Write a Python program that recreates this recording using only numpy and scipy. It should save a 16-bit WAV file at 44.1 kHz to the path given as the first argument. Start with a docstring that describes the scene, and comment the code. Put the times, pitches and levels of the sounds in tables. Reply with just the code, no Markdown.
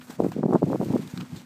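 """A herd of cows walks over a muddy track in an open field, a few metres away.
First, over faint outdoor hiss and a far hum, wet mud crackles and a hoof squelches.
A brief early gust bumps the microphone; from 0.2 s to 1 s uneven gusts buffet it with low thumps.
Then the wind drops and the squelches stand clear, each ringing a pocket of air trapped in the mud."""
import sys
import numpy as np
from scipy import signal
from scipy.fft import rfft, irfft
from scipy.io import wavfile

SR = 44100
rng = np.random.default_rng(int(sys.argv[2]) if len(sys.argv) > 2 else 0)


def wrap_up_sound(samples):
    """Save the sound to the file named by the first command line argument, as 16-bit audio."""
    columns = np.atleast_2d(samples).T
    # keep every value between -1 and 1, then stretch to whole-number steps
    tamed = np.clip(columns, -1, 1)
    steps = np.round(tamed * 32767).astype(np.int16)
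    wavfile.write(sys.argv[1], SR, steps)


N = 63945
TIME, HZ = np.arange(N) / SR, np.fft.rfftfreq(N, 1 / SR)


def amp(db):
    """The decibel scale: 20 dB is a factor of ten in amplitude."""
    return 10 ** (np.asarray(db) / 20)


def unit_rms(x):
    """Normalisation to a root mean square of 1."""
    return x / np.sqrt(np.mean(x ** 2) + 1e-20)


def spectrum(points):
    """Gain per frequency, interpolated in log frequency between (f/Hz, level/dB) points."""
    hz, db = np.transpose(points)
    return amp(np.interp(np.log(HZ + 1), np.log(hz), db))


def envelope(points, column=1):
    """Gain per sample, interpolated in time along one dB column of a table."""
    columns = np.transpose(points)
    return amp(np.interp(TIME, columns[0], columns[column]))


def colour(x, gain):
    """Linear filtering: the spectrum is multiplied by a gain per frequency."""
    return irfft(rfft(x) * gain, N)


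def noise():
    """White noise: independent samples give a flat mean spectrum."""
    return rng.standard_normal(N)


def wobble(hz):
    """Random modulation: noise of rms 1, low-passed near hz."""
    return unit_rms(colour(noise(), np.exp(-(HZ / hz) ** 2)))


def resonance(hz, width_hz):
    """Response of a damped resonator, with gain 1 at its centre."""
    return 1 / (1 + 2j * (HZ - hz) / width_hz)


def eddies(push, bright_hz, thin, top_hz=1620, low_cut_hz=160.8):
    """Band limiting rounds each push into a bump; the microphone's low cut makes it swing back."""
    bass_thinning = ((HZ + 1) / bright_hz) ** max(thin, 0)
    gain = np.exp(-HZ / bright_hz) * bass_thinning / np.sqrt(1 + (HZ / top_hz) ** 6)
    low_cut = signal.butter(4, low_cut_hz, "high", fs=SR, output="sos")
    return signal.sosfilt(low_cut, colour(push, gain))


def field():
    """Ambient noise: a broad band is heard as open-air hiss, a narrow band as a far hum."""
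    # spectrum of the open air: f/Hz, relative level/dB
    air_spectrum = [(20, -6), (60, 12), (250, 1), (500, -14), (1500, 10.5), (3000, -31), (8000, -33),
                    (15000, -26)]
    hum = unit_rms(colour(noise(), abs(resonance(hz=250.6, width_hz=9.6)) ** 2))
    hiss = unit_rms(colour(noise(), spectrum(air_spectrum)))
    return amp(-65.5) * hiss + amp(-53.5) * hum


def herd(crackles_per_s=900, shelf_hz=8500):
    """Incoherent summation: many farther hooves merge into a wet wash with crackle."""
    # wet background hiss, which ducks during the strongest gusts: t/s, level/dB, treble shelf/dB
    wash_levels = [(0, -59.5, 5.5), (.06, -56, 9), (.075, -55, 1), (.13, -51.5, 5), (.175, -56.5, -3),
                   (.21, -53.5, 1.5), (.3, -55.5, 7), (.38, -51.5, -8), (.44, -59, -5), (.49, -59, 3),
                   (.56, -51.5, -4), (.61, -57, -1.5), (.7, -51.5, -0.5), (.8, -53, 2.5), (.92, -48.5, -1),
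                   (1.06, -51, -0.5), (1.16, -51, -0.5), (1.29, -55, -1.5), (1.38, -51, -1.5),
                   (1.45, -59.5, -3)]
    # spectrum of the wet hiss: f/Hz, relative level/dB
    wash_spectrum = [(100, -25), (500, 4), (900, 3.5), (1600, 0), (2200, -0.5), (3000, -4.5), (4500, -5),
                     (5200, -7), (8300, -7.5), (9800, -15), (12500, -11), (15200, -17)]
    grains = noise() * amp(5.5 * np.minimum(rng.exponential(1, N), 4))
    crackle = unit_rms(grains * (rng.random(N) < crackles_per_s / SR))
    wash = noise() * amp(1.42 * wobble(hz=49)) + amp(-10) * crackle
    wash = unit_rms(colour(wash, spectrum(wash_spectrum)))
    treble = colour(wash, HZ ** 4 / (HZ ** 4 + shelf_hz ** 4))
    return envelope(wash_levels) * (wash + (envelope(wash_levels, column=2) - 1) * treble)


def squelches(pocket_q=5.4, pocket_db=5.5, overtone_db=-7, grain_db=2.5):
    """Cavity resonance: each hoof presses a grainy spurt from the mud, and trapped air rings in it."""
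    # hooves in mud: t/s, level/dB, rise/s, decay/s, low tilt/dB, high tilt/dB, air pocket f/Hz
    steps = [(0.009, -45, 0.0015, 0.011, -6, -9, 1640), (0.093, -41, 0.013, 0.012, 7.5, 9, 763),
             (0.198, -50, 0.0023, 0.0055, 11, 19, 3500), (0.234, -41, .004, .03, 23, 13, 2540),
             (0.3187, -31, 0.0009, 0.003, 9, 2.5, 740), (.327, -48, .003, 0.0095, -4, -4, 1420),
             (0.532, -42.5, 0.0023, 0.0055, 11, 8.5, 7000), (.72, -55, .004, .01, -4, 6, 2020),
             (0.8458, -42.5, 0.0024, 0.0021, -8, 9.5, 12500), (.949, -48, .001, 0.0022, -8, 10, 13000),
             (1.075, -39.5, 0.0008, 0.0014, 4, 13, 3540), (1.099, -51.5, 0.0032, .012, -9, 13, 6540),
             (1.1743, -35, .001, 0.0045, 0, 1, 4100), (1.196, -41.5, 0.0098, 0.018, 0, 0, 1240),
             (1.2104, -36, 0.00059, 0.0016, -15, -4, 2300), (1.248, -49, .002, 0.0056, 18, 8, 6200),
             (1.359, -48.5, 0.0025, 0.036, -20, 9, 3730), (1.393, -52.5, 0.0033, 0.011, -5, 4, 3000)]
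    # spectrum of wet mud: f/Hz, relative level/dB
    mud_spectrum = [(100, -26), (400, -13), (750, 3), (1500, 1.5), (2400, -3), (4300, -4), (5500, -9),
                    (8400, -12), (10000, -25), (15000, -17)]
    sound = np.zeros(N)
    for start, db, rise_s, decay_s, low_db, high_db, pocket_hz in steps:
        t = TIME - start
        shape = np.clip(t / rise_s, 0, 1) * np.exp(-np.maximum(t - rise_s, 0) / decay_s)
        width_hz = pocket_hz / pocket_q
        overtone = amp(overtone_db) * resonance(2 * pocket_hz, width_hz)
        pocket = amp(pocket_db) * (resonance(pocket_hz, width_hz) + overtone)
        tilt = spectrum([(900, low_db), (3000, 0.0092), (9000, high_db)])
        spurt = noise() * shape * amp(grain_db * wobble(hz=600))
        spurt = colour(spurt, spectrum(mud_spectrum) * tilt * (1 + pocket))
        sound += amp(db) * unit_rms(spurt) * np.sqrt(np.mean(shape ** 2))
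    return sound


def gust(start, length, db, bright_hz, thin, rise_s=0.007, fall_s=0.0062):
    """Turbulent pressure: a lumpy burst of low noise rises, holds and decays."""
    t = TIME - start
    rise = np.clip(t / rise_s + .5, 0, 1)
    fall = np.exp(-np.maximum(t - length + fall_s / 2, 0) / fall_s)
    push = noise() * rise * fall * amp(2 * wobble(hz=75))
    return amp(db) * unit_rms(eddies(push, bright_hz, thin)) * np.sqrt(length * SR / N)


def early_gust():
    """A pressure transient: a brief early gust bumps the microphone with a soft low thump."""
    # puff of wind: t/s, length/s, level/dB, brightness f/Hz, bass-thinning exponent
    puff = [(0.096, 0.0076, -34.5, 201, 0.56)]
    return sum(gust(*row) for row in puff)


def buffet(start, db, bright_hz, thin):
    """Impulse response: one hard eddy pushes or pulls at the microphone."""
    push = np.zeros(N)
    push[round(start * SR)] = rng.choice([-1, 1])
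    bump = eddies(push, bright_hz, thin)
    return amp(db + 0.5) * bump / abs(bump).max()


def wind():
    """Turbulence: breeze, gusts and their hardest eddies make the pressure at the microphone swing."""
    # light breeze between gusts: t/s, level/dB
    breeze_levels = [(0, -52), (.06, -54), (.175, -52.5), (.2, -31.5), (.32, -39), (.42, -40.5),
                     (.59, -38.5), (.68, -31.5), (.78, -33), (.98, -36.5), (1.03, -48), (1.11, -67),
                     (1.28, -52), (1.38, -42.5), (1.45, -56.5)]
    # gusts: t/s, length/s, level/dB, brightness f/Hz, bass-thinning exponent
    gusts = [(0.187, 0.073, -30.5, 155, 1.47), (0.282, 0.0073, -29.5, 160, .6),
             (0.375, 0.026, -30.5, 162, 0.71), (0.425, 0.041, -29, 200, 0.39),
             (.479, 0.036, -24, 209, 0.36), (0.524, 0.043, -23, 288, 0.39), (0.618, 0.024, -27, 170, 1),
             (0.664, 0.057, -27.5, 151, 0.92), (0.716, 0.035, -28, 284, 0.18),
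             (0.794, 0.043, -29, 201, 0.91), (0.856, 0.017, -29, 120, 0.61), (0.898, 0.029, -28, 217, 0.36),
             (0.935, 0.031, -24.5, 203, 0.55), (.984, 0.022, -31.5, 122, 0.43),
             (1.013, 0.074, -38.5, 89.5, 0.32), (1.161, 0.085, -34, 75.7, 1.06),
             (1.318, 0.024, -33.5, 44.3, 2.34), (1.341, 0.029, -40.5, 50, 1.1)]
    # hard eddies: t/s, relative peak level/dB, brightness f/Hz, bass-thinning exponent (floored at 0)
    buffets = [(0.203, -6.5, 157, 2.0), (0.2228, -19.5, 85, 5.5), (0.2364, -18.5, 92, 1.5),
               (0.2463, -12.5, 120.0, 2.5), (0.265, -11.5, 88, 3.0), (0.3654, -16.5, 96.5, 2),
               (0.3913, -18.5, 180.0, -1), (0.408, -22, 99, 1), (0.4322, -18.5, 263, 2),
               (0.4374, -11.5, 238, 0.5), (0.4565, -12.5, 89.5, 1.5), (0.4617, -13.5, 192, 1.0),
               (0.4921, -13.5, 91, 2.5), (0.5097, -23.5, 180.0, 3), (0.5268, -16.5, 120.0, 5),
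               (0.533, -15, 368, 1), (0.5469, -7, 92, 1.5), (0.553, -14, 187, 3.5), (0.5586, -5, 194, 1),
               (0.6222, -16.5, 89, 5), (0.6301, -8.5, 272, 0.5), (0.6392, -12.0, 92, 0.5),
               (0.702, -17, 260.0, 0.5), (0.7058, -18.5, 90.5, 1.5), (0.7223, -15, 260.0, -3.5),
               (0.7315, -16, 260.0, 2.0), (0.7476, -13.0, 91, 2.5), (0.7541, -19, 250, 0.5),
               (0.759, -17.5, 260.0, 1), (0.8017, -15.5, 94, 0.5), (0.8138, -16, 264, 1),
               (0.8251, -17, 89, 3.0), (0.8862, -26.5, 90, 3.5), (0.9037, -17.5, 90.0, -2),
               (0.9383, -17, 302, 0), (0.9445, -15, 144, 0.0), (0.96, -10.5, 87, 3.0),
               (0.9655, -21.5, 300, 1.5), (1.1377, -24, 88, 0)]
    breeze = envelope(breeze_levels) * unit_rms(eddies(noise(), bright_hz=104, thin=0.19))
    return breeze + sum(gust(*row) for row in gusts) + sum(buffet(*row) for row in buffets)


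def scene():
    """Superposition: hooves, wind, herd and field add at one microphone."""
    return (squelches() + early_gust() + wind() + herd() + field())[None]


def record(dry, edge_hz=15400):
    """Band limiting: a linear-phase low-pass removes the highest treble."""
    low_pass = signal.firwin(1023, edge_hz, window=("kaiser", 9), fs=SR)
    return signal.oaconvolve(dry, low_pass[None], "same")


dry = scene()
out = record(dry)
wrap_up_sound(out)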